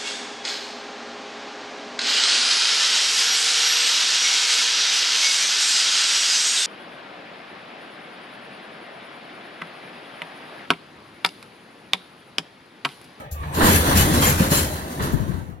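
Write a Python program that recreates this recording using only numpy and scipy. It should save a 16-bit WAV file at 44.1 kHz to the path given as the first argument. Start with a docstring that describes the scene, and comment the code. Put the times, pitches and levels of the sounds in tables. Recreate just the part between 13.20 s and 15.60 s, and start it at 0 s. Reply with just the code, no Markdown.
"""A freight train creeps past.

Close by, its air brakes let off sharp hissing bursts that ring the steel pipes. Couplers and brake
rigging clash, steel squeaks on steel, and the car bodies thump and boom. Then the rumble of the wheels
fades. The train is on the left, so its sound reaches the left microphone first.
Near the end a little wind buffets that side."""
import sys
import numpy as np
from scipy import signal
from scipy.fft import rfft, irfft, next_fast_len
from scipy.io import wavfile
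from scipy.ndimage import uniform_filter1d, map_coordinates

SR = 44100
rng = np.random.default_rng(int(sys.argv[2]) if len(sys.argv) > 2 else 0)


def file_out(sig):
    """Save sig as 16-bit WAV at sys.argv[1]."""
    # one column per channel
    cols = np.atleast_2d(sig).T
    # limit, then scale
    lim = np.clip(cols, -1, 1)
    pcm = np.round(lim * 32767).astype(np.int16)
    wavfile.write(sys.argv[1], SR, pcm)


N = 105840
TIME = np.arange(N) / SR


def amp(db):
    """Turn decibels into a number to multiply by."""
    return 10 ** (np.asarray(db) / 20)


def unit(x):
    """Scale a signal to an average power of 1."""
    return x / np.sqrt(np.mean(x ** 2) + 1e-20)


def along(points, hz):
    """Read a table of (frequency, value) between its rows, on a log frequency scale."""
    freqs, values = np.transpose(points)
    return np.interp(np.log(hz + 1), np.log(freqs + 1), values)


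def curve(points):
    """Join (time, value) points with straight lines."""
    return np.interp(TIME, *np.transpose(points))


def wobble(rate):
    """A smooth curve through `rate` random points a second."""
    return map_coordinates(rng.standard_normal(N // 40), [TIME * rate], mode="mirror")


def envelope(start, rise, hold, fade):
    """Rise, hold, then die away. A fade time is the seconds it takes to drop 60 dB."""
    age = TIME - start
    return np.clip(age / rise, 0, 1) * amp(-60 * np.maximum(age - rise - hold, 0) / fade)


def filtered(x, response):
    """Turn each frequency up or down, or delay it, as `response` says."""
    size = next_fast_len(N + SR // 4)
    return irfft(rfft(x, size) * response(np.fft.rfftfreq(size, 1 / SR)), size)[..., :N]


# How alike the two microphones sound (frequency [Hz], likeness [0 to 1])
LIKENESS = [(60, .98), (130, .965), (280, .93), (600, .66), (1300, .64), (2500, .42), (12000, .3)]


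def stereo_pair(noises, gain):
    """Shape two unrelated noises and blend them into partly alike left and right sides."""
    def blend(hz):
        angle = np.arccos(along(LIKENESS, hz)) / 2
        return gain(hz) * np.array([np.cos(angle), np.sin(angle)])
    mid, side = filtered(noises, blend)
    return unit(np.array([mid + side, mid - side]))


def rush(tone, patchy_db):
    """Stereo noise shaped by a tone table; narrow bands come and go by about patchy_db."""
    bands = signal.stft(rng.standard_normal((2, N)), nperseg=1024)[2]
    patches = uniform_filter1d(rng.standard_normal(bands.shape[1:]), size=3, axis=0)
    patches = uniform_filter1d(patches, size=11, axis=1)
    noise = signal.istft(bands * amp(patchy_db * unit(patches)), nperseg=1024)[1][:, :N]
    return stereo_pair(noise, lambda hz: amp(along(tone, hz)))


# Loudness of the cars' drone, the wheels' rumble and the grinding on the rail (time [s], level [dB])
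DRONE_LEVELS = [(0, -47), (.09, -41), (.3, -33.5), (.38, -30.5), (.49, -19.5), (.58, -19), (.67, -29.5),
                (.83, -19.5), (1.1, -20), (1.2, -27), (1.44, -26), (1.62, -36), (1.72, -49), (1.81, -28),
                (2.15, -40), (2.32, -42.5), (2.4, -49)]
RUMBLE_LEVELS = [(0, -41), (.1, -61), (.22, -46), (.32, -44), (.39, -20), (.5, -19.5), (.63, -27.5),
                 (.9, -21), (1.07, -25.5), (1.16, -27.5), (1.33, -25), (1.55, -35), (1.75, -35),
                 (1.85, -27.5), (2.12, -38.5), (2.25, -49.5), (2.4, -51)]
GRIND_LEVELS = [(0, -39), (.12, -46), (.3, -35.5), (.5, -25), (1.3, -33), (1.7, -39), (1.9, -43.5),
                (2.2, -43.5), (2.4, -54)]
# Tone of the same three sounds (frequency [Hz], level [dB])
DRONE_TONE = [(20, -22), (40, -36), (55, -2), (70, 0.5), (85, 9.5), (105, -9.5), (150, 2), (400, -69)]
RUMBLE_TONE = [(60, -12), (120, -3), (180, 5.5), (320, 4), (430, -1), (700, -9), (1500, -42.5), (4000, -44)]
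GRIND_TONE = [(250, -31), (500, 4.5), (650, 2.5), (900, 4), (1120, 0), (1400, -7.5), (1800, -4.5),
              (2700, -12.5), (3700, -15.5), (4400, -23.5), (8000, -39)]


def rolling():
    """The cars drone deeply while the wheels rumble and grind on the rail."""
    drone = amp(curve(DRONE_LEVELS)) * rush(DRONE_TONE, patchy_db=2.2)
    rumble = amp(curve(RUMBLE_LEVELS) + 0.4 * wobble(rate=38)) * rush(RUMBLE_TONE, patchy_db=0.15)
    grind = amp(curve(GRIND_LEVELS) + 0.66 * wobble(rate=28)) * rush(GRIND_TONE, patchy_db=4)
    return drone + rumble + grind


# Air leaking between the bursts (time [s], level [dB])
LEAK_LEVELS = [(0, -48), (.1, -72), (.2, -53.5), (.32, -50), (.42, -30), (.7, -25), (.95, -27), (1.28, -31),
               (1.5, -34), (1.68, -41.5), (1.72, -38.5), (1.95, -44.5), (2.19, -51), (2.32, -61.5),
               (2.4, -79)]
# Bursts of air (start [s], rise [s], hold [s], level [dB], fade [s])
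AIR_BURSTS = [(0.333, 0.019, 0.044, -31.5, 0.5), (0.412, 0.049, 0.099, -20, 0.26),
              (0.748, 0.023, 0.03, -19.5, 0.39), (0.927, 0.014, 0.009, -25, .4),
              (1.006, 0.026, 0.071, -20.5, 0.19), (1.164, 0.036, 0.047, -28.5, .3),
              (1.297, 0.03, 0.062, -20.5, 0.34), (1.81, 0.015, 0.022, -34.5, .4)]
# Tone of the leak and of the bursts (frequency [Hz], level [dB])
LEAK_TONE = [(500, -25), (1500, 7.5), (2800, -3), (3900, 2.5), (4900, -3), (6500, 0), (8000, -5),
             (9800, 0.5), (12000, -0.5), (14000, -8), (15800, -7)]
BURST_TONE = [(300, -58), (1200, -4.5), (2400, 4), (3200, 1), (4100, 3.5), (4900, 0.5), (7300, -0.5),
              (8300, -2.5), (11000, 3), (13500, -0.5), (15800, -8.5)]


def air_brakes():
    """Air hisses out in a leak and in sputtering bursts; each burst rings the pipes."""
    power, ring = 0, 0
    for start, rise, hold, db, fade in AIR_BURSTS:
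        power += (amp(db) * envelope(start, rise, hold, fade)) ** 2  # overlapping noises add in power
        ring += amp(db - 7.5) * envelope(start, rise=0.02, hold=hold, fade=0.3) * pipe_ring()
    bursts = np.sqrt(power) * rush(BURST_TONE, patchy_db=4.1)
    leak = amp(curve(LEAK_LEVELS)) * rush(LEAK_TONE, patchy_db=3.3)
    sputter = amp(0.54 * wobble(rate=50) + 0.85 * wobble(rate=260))
    return sputter * (bursts + leak) + ring


# Spits of a valve (start [s], level [dB], fade [s])
VALVE_SPITS = [(0.11, -36.5, 0.17), (1.918, -39.5, 0.16)]
# Their thin tone (frequency [Hz], level [dB])
SPIT_TONE = [(2000, -32), (3800, 1), (5000, -1), (7000, 6.5), (8500, -4.5), (11000, 6.5), (15800, 3.5)]


def valve_spits():
    """A valve lets out short, sudden puffs of air."""
    flow = sum(amp(db) * envelope(start, rise=0.006, hold=0.013, fade=fade)
               for start, db, fade in VALVE_SPITS)
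    return flow * rush(SPIT_TONE, patchy_db=2)


# Soft knocks on the tank (start [s], level [dB])
TANK_KNOCKS = [(0.117, -24.5), (0.2, -26)]


def tank_booms(hz=74.5):
    """Each knock makes the hollow tank boom on one low note."""
    return sum(amp(db) * envelope(start, rise=0.0093, hold=0, fade=0.36)
               * np.sin(2 * np.pi * hz * (TIME - start)) for start, db in TANK_KNOCKS)


def rubbed_tone(start, hz, db, length, waver_hz):
    """One wavering note of rubbed steel that swells and stops."""
    swell = np.sin(np.pi * np.clip((TIME - start) / length, 0, 1))
    phase = 2 * np.pi * np.cumsum(hz + waver_hz * wobble(rate=350)) / SR
    return amp(db) * np.sqrt(2) * swell * np.sin(phase)


# Squeaks of steel (start [s], pitch [Hz], level [dB], length [s])
STEEL_SQUEAKS = [(0.145, 1126, -39, 0.13), (.32, 8400, -42, 0.03), (0.424, 11640, -40, 0.025),
                 (0.517, 10800, -28, 0.12), (.56, 14400, -31, 0.066), (0.77, 2998, -29, 0.073),
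                 (.95, 4000, -30.5, 0.077), (.965, 5370, -36, 0.033), (1.014, 3190, -27, 0.047),
                 (1.064, 7074, -21, 0.02)]


def squeaks():
    """Steel rubs on steel in brief, high squeaks."""
    return sum(rubbed_tone(*row, waver_hz=34) for row in STEEL_SQUEAKS)


# Clashes of the couplers, which link the cars, and of the brake rods (start [s], level [dB], fade [s])
IRON_CLASHES = [(.225, -36.5, 0.28), (.342, -31.5, 0.47), (0.367, -25, 0.92), (0.402, -15, 0.74),
                (0.46, -17, 0.37), (0.659, -24, 0.87), (0.708, -20.5, 1), (0.798, -21, 0.3),
                (0.936, -23.5, 0.84), (1.018, -20, 0.46), (1.058, -21, 0.32), (1.18, -27, 0.63),
                (1.218, -24.5, 0.36), (1.312, -21.5, 0.52), (1.362, -26.5, 0.34), (1.552, -33.5, 0.39),
                (1.791, -26, 0.91), (2.105, -40, 0.52)]
# Tone of the struck iron (frequency [Hz], level [dB])
IRON_TONE = [(150, 2), (300, -8), (520, -3.5), (720, -5), (1000, 3), (1300, -2.5), (1800, -3.5),
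             (2400, -14.5), (4000, -13), (8000, -53.5)]


def couplers():
    """Heavy iron parts clash with a dense, rattling ring that dies quickly."""
    power = sum((amp(db) * envelope(start, rise=0.009, hold=0, fade=fade)) ** 2
                for start, db, fade in IRON_CLASHES)
    flicker = amp(0.42 * wobble(rate=100))
    return np.sqrt(power) * flicker * rush(IRON_TONE, patchy_db=0.5)


# Notes the steel pipes ring at (pitch [Hz], level [dB])
PIPE_NOTES = [(2702, -6), (5276, -6), (7025, 0), (7483, 0), (8586, -4), (9168, -3), (9959, -6), (10691, -2),
              (11639, -3), (12683, -2)]


def pipe_ring(width_hz=22, scatter_db=2.5):
    """Rushing air stirs the pipes' notes; each burst favours different ones."""
    notes = [(pitch, amp(db + scatter_db * rng.standard_normal())) for pitch, db in PIPE_NOTES]

    def peaks(hz):
        return sum(gain / (1 + ((hz - pitch) / width_hz) ** 2) for pitch, gain in notes)
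    return stereo_pair(rng.standard_normal((2, N)), peaks)


# Notes a car body rings at (pitch [Hz], relative level [dB], fade [s])
BODY_NOTES = [(113, 0.5, 0.048), (176.7, 1.5, 0.11), (220, 0, 0.11), (313, -8, 0.057), (517, -6.5, 0.23)]
THUMP_RISE_S = 0.0052


def body_ring(start):
    """A struck car body rings on its low notes, a little differently each time."""
    ring = 0
    for hz, db, fade in BODY_NOTES:
        level = amp(db + 2 * rng.standard_normal()) * envelope(start, THUMP_RISE_S, hold=0, fade=fade)
        pitch = hz * (1 + 0.052 * rng.standard_normal())
        ring += level * np.sin(2 * np.pi * (pitch * (TIME - start) + rng.random()))
    return ring


# Thumps of the car bodies (start [s], relative level [dB])
BODY_THUMPS = [(0.409, -40), (0.493, -19), (.683, -19.5), (0.752, -12), (0.818, -22.5), (0.887, -27),
               (0.963, -12.5), (1.063, -13.5), (1.202, -10), (1.314, -12.5)]
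# Tone of their rattle (frequency [Hz], level [dB])
RATTLE_TONE = [(30, -50), (80, -9), (170, -3.5), (300, -8.5), (500, -18), (1200, -46.5), (4000, -78)]


def body_thumps():
    """The cars jolt, and each dull thump is part rattle, part ring."""
    power = sum((amp(db) * envelope(start, THUMP_RISE_S, hold=0, fade=0.18)) ** 2
                for start, db in BODY_THUMPS)
    rattle = np.sqrt(power) * rush(RATTLE_TONE, patchy_db=0.3)
    ring = sum(amp(db) * body_ring(start) for start, db in BODY_THUMPS)
    return amp(-6.5) * (rattle + ring)


# One low groan (start [s], pitch [Hz], level [dB], length [s])
FRAME_GROAN = (0.93, 294, -26.5, 0.13)


def frame_groan():
    """A car frame groans under the strain."""
    return rubbed_tone(*FRAME_GROAN, waver_hz=7.5)


# Puffs of wind (start [s], level [dB], fade [s])
WIND_PUFFS = [(1.8, -26.5, 0.67), (1.925, -12, 0.17), (1.994, -18, 0.28), (2.078, -16.5, 0.22),
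              (2.129, -21, 0.5), (2.281, -29.5, 0.39)]
# Their deep tone (frequency [Hz], level [dB])
WIND_TONE = [(25, -26), (45, -4), (65, 3), (90, 6), (190, -0.5), (330, -8.5), (500, -26.5), (1200, -48.5)]


def wind():
    """Short puffs buffet the left microphone only."""
    push = sum(amp(db) * envelope(start, rise=0.011, hold=0, fade=fade) for start, db, fade in WIND_PUFFS)
    left = push * rush(WIND_TONE, patchy_db=0)[0]
    return np.array([left, np.zeros(N)])


# How much louder the train is on the left (frequency [Hz], left minus right [dB])
LEFT_BALANCE = [(200, 1), (400, -1.5), (700, 4), (1290, -6.5), (2380, 2.5), (4400, 0), (8120, 2.5),
                (15000, 7)]
# How much sooner it arrives there (frequency [Hz], head start [ms])
LEFT_LEAD = [(200, .2), (1380, .42), (2700, .68), (15000, .68)]


def scene():
    """The train and the wind, heard from beside the track."""
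    def microphones(hz):
        # each side takes half of the gap in level and in time
        left = amp(along(LEFT_BALANCE, hz) / 2) * np.exp(1j * np.pi * hz * along(LEFT_LEAD, hz) / 1000)
        return np.array([left, 1 / left])
    air = air_brakes() + valve_spits()
    metal = squeaks() + frame_groan() + couplers() + body_thumps() + tank_booms()
    return filtered(air + metal + rolling(), microphones) + wind()


def record(dry):
    """Round off the loudest peaks and cut the very highest treble."""
    ceiling, top_hz = 0.85, 15900
    rounded = dry / (1 + np.abs(dry / ceiling) ** 6) ** (1 / 6)
    return filtered(rounded, lambda hz: hz < top_hz)


dry = scene()
out = record(dry)
file_out(out)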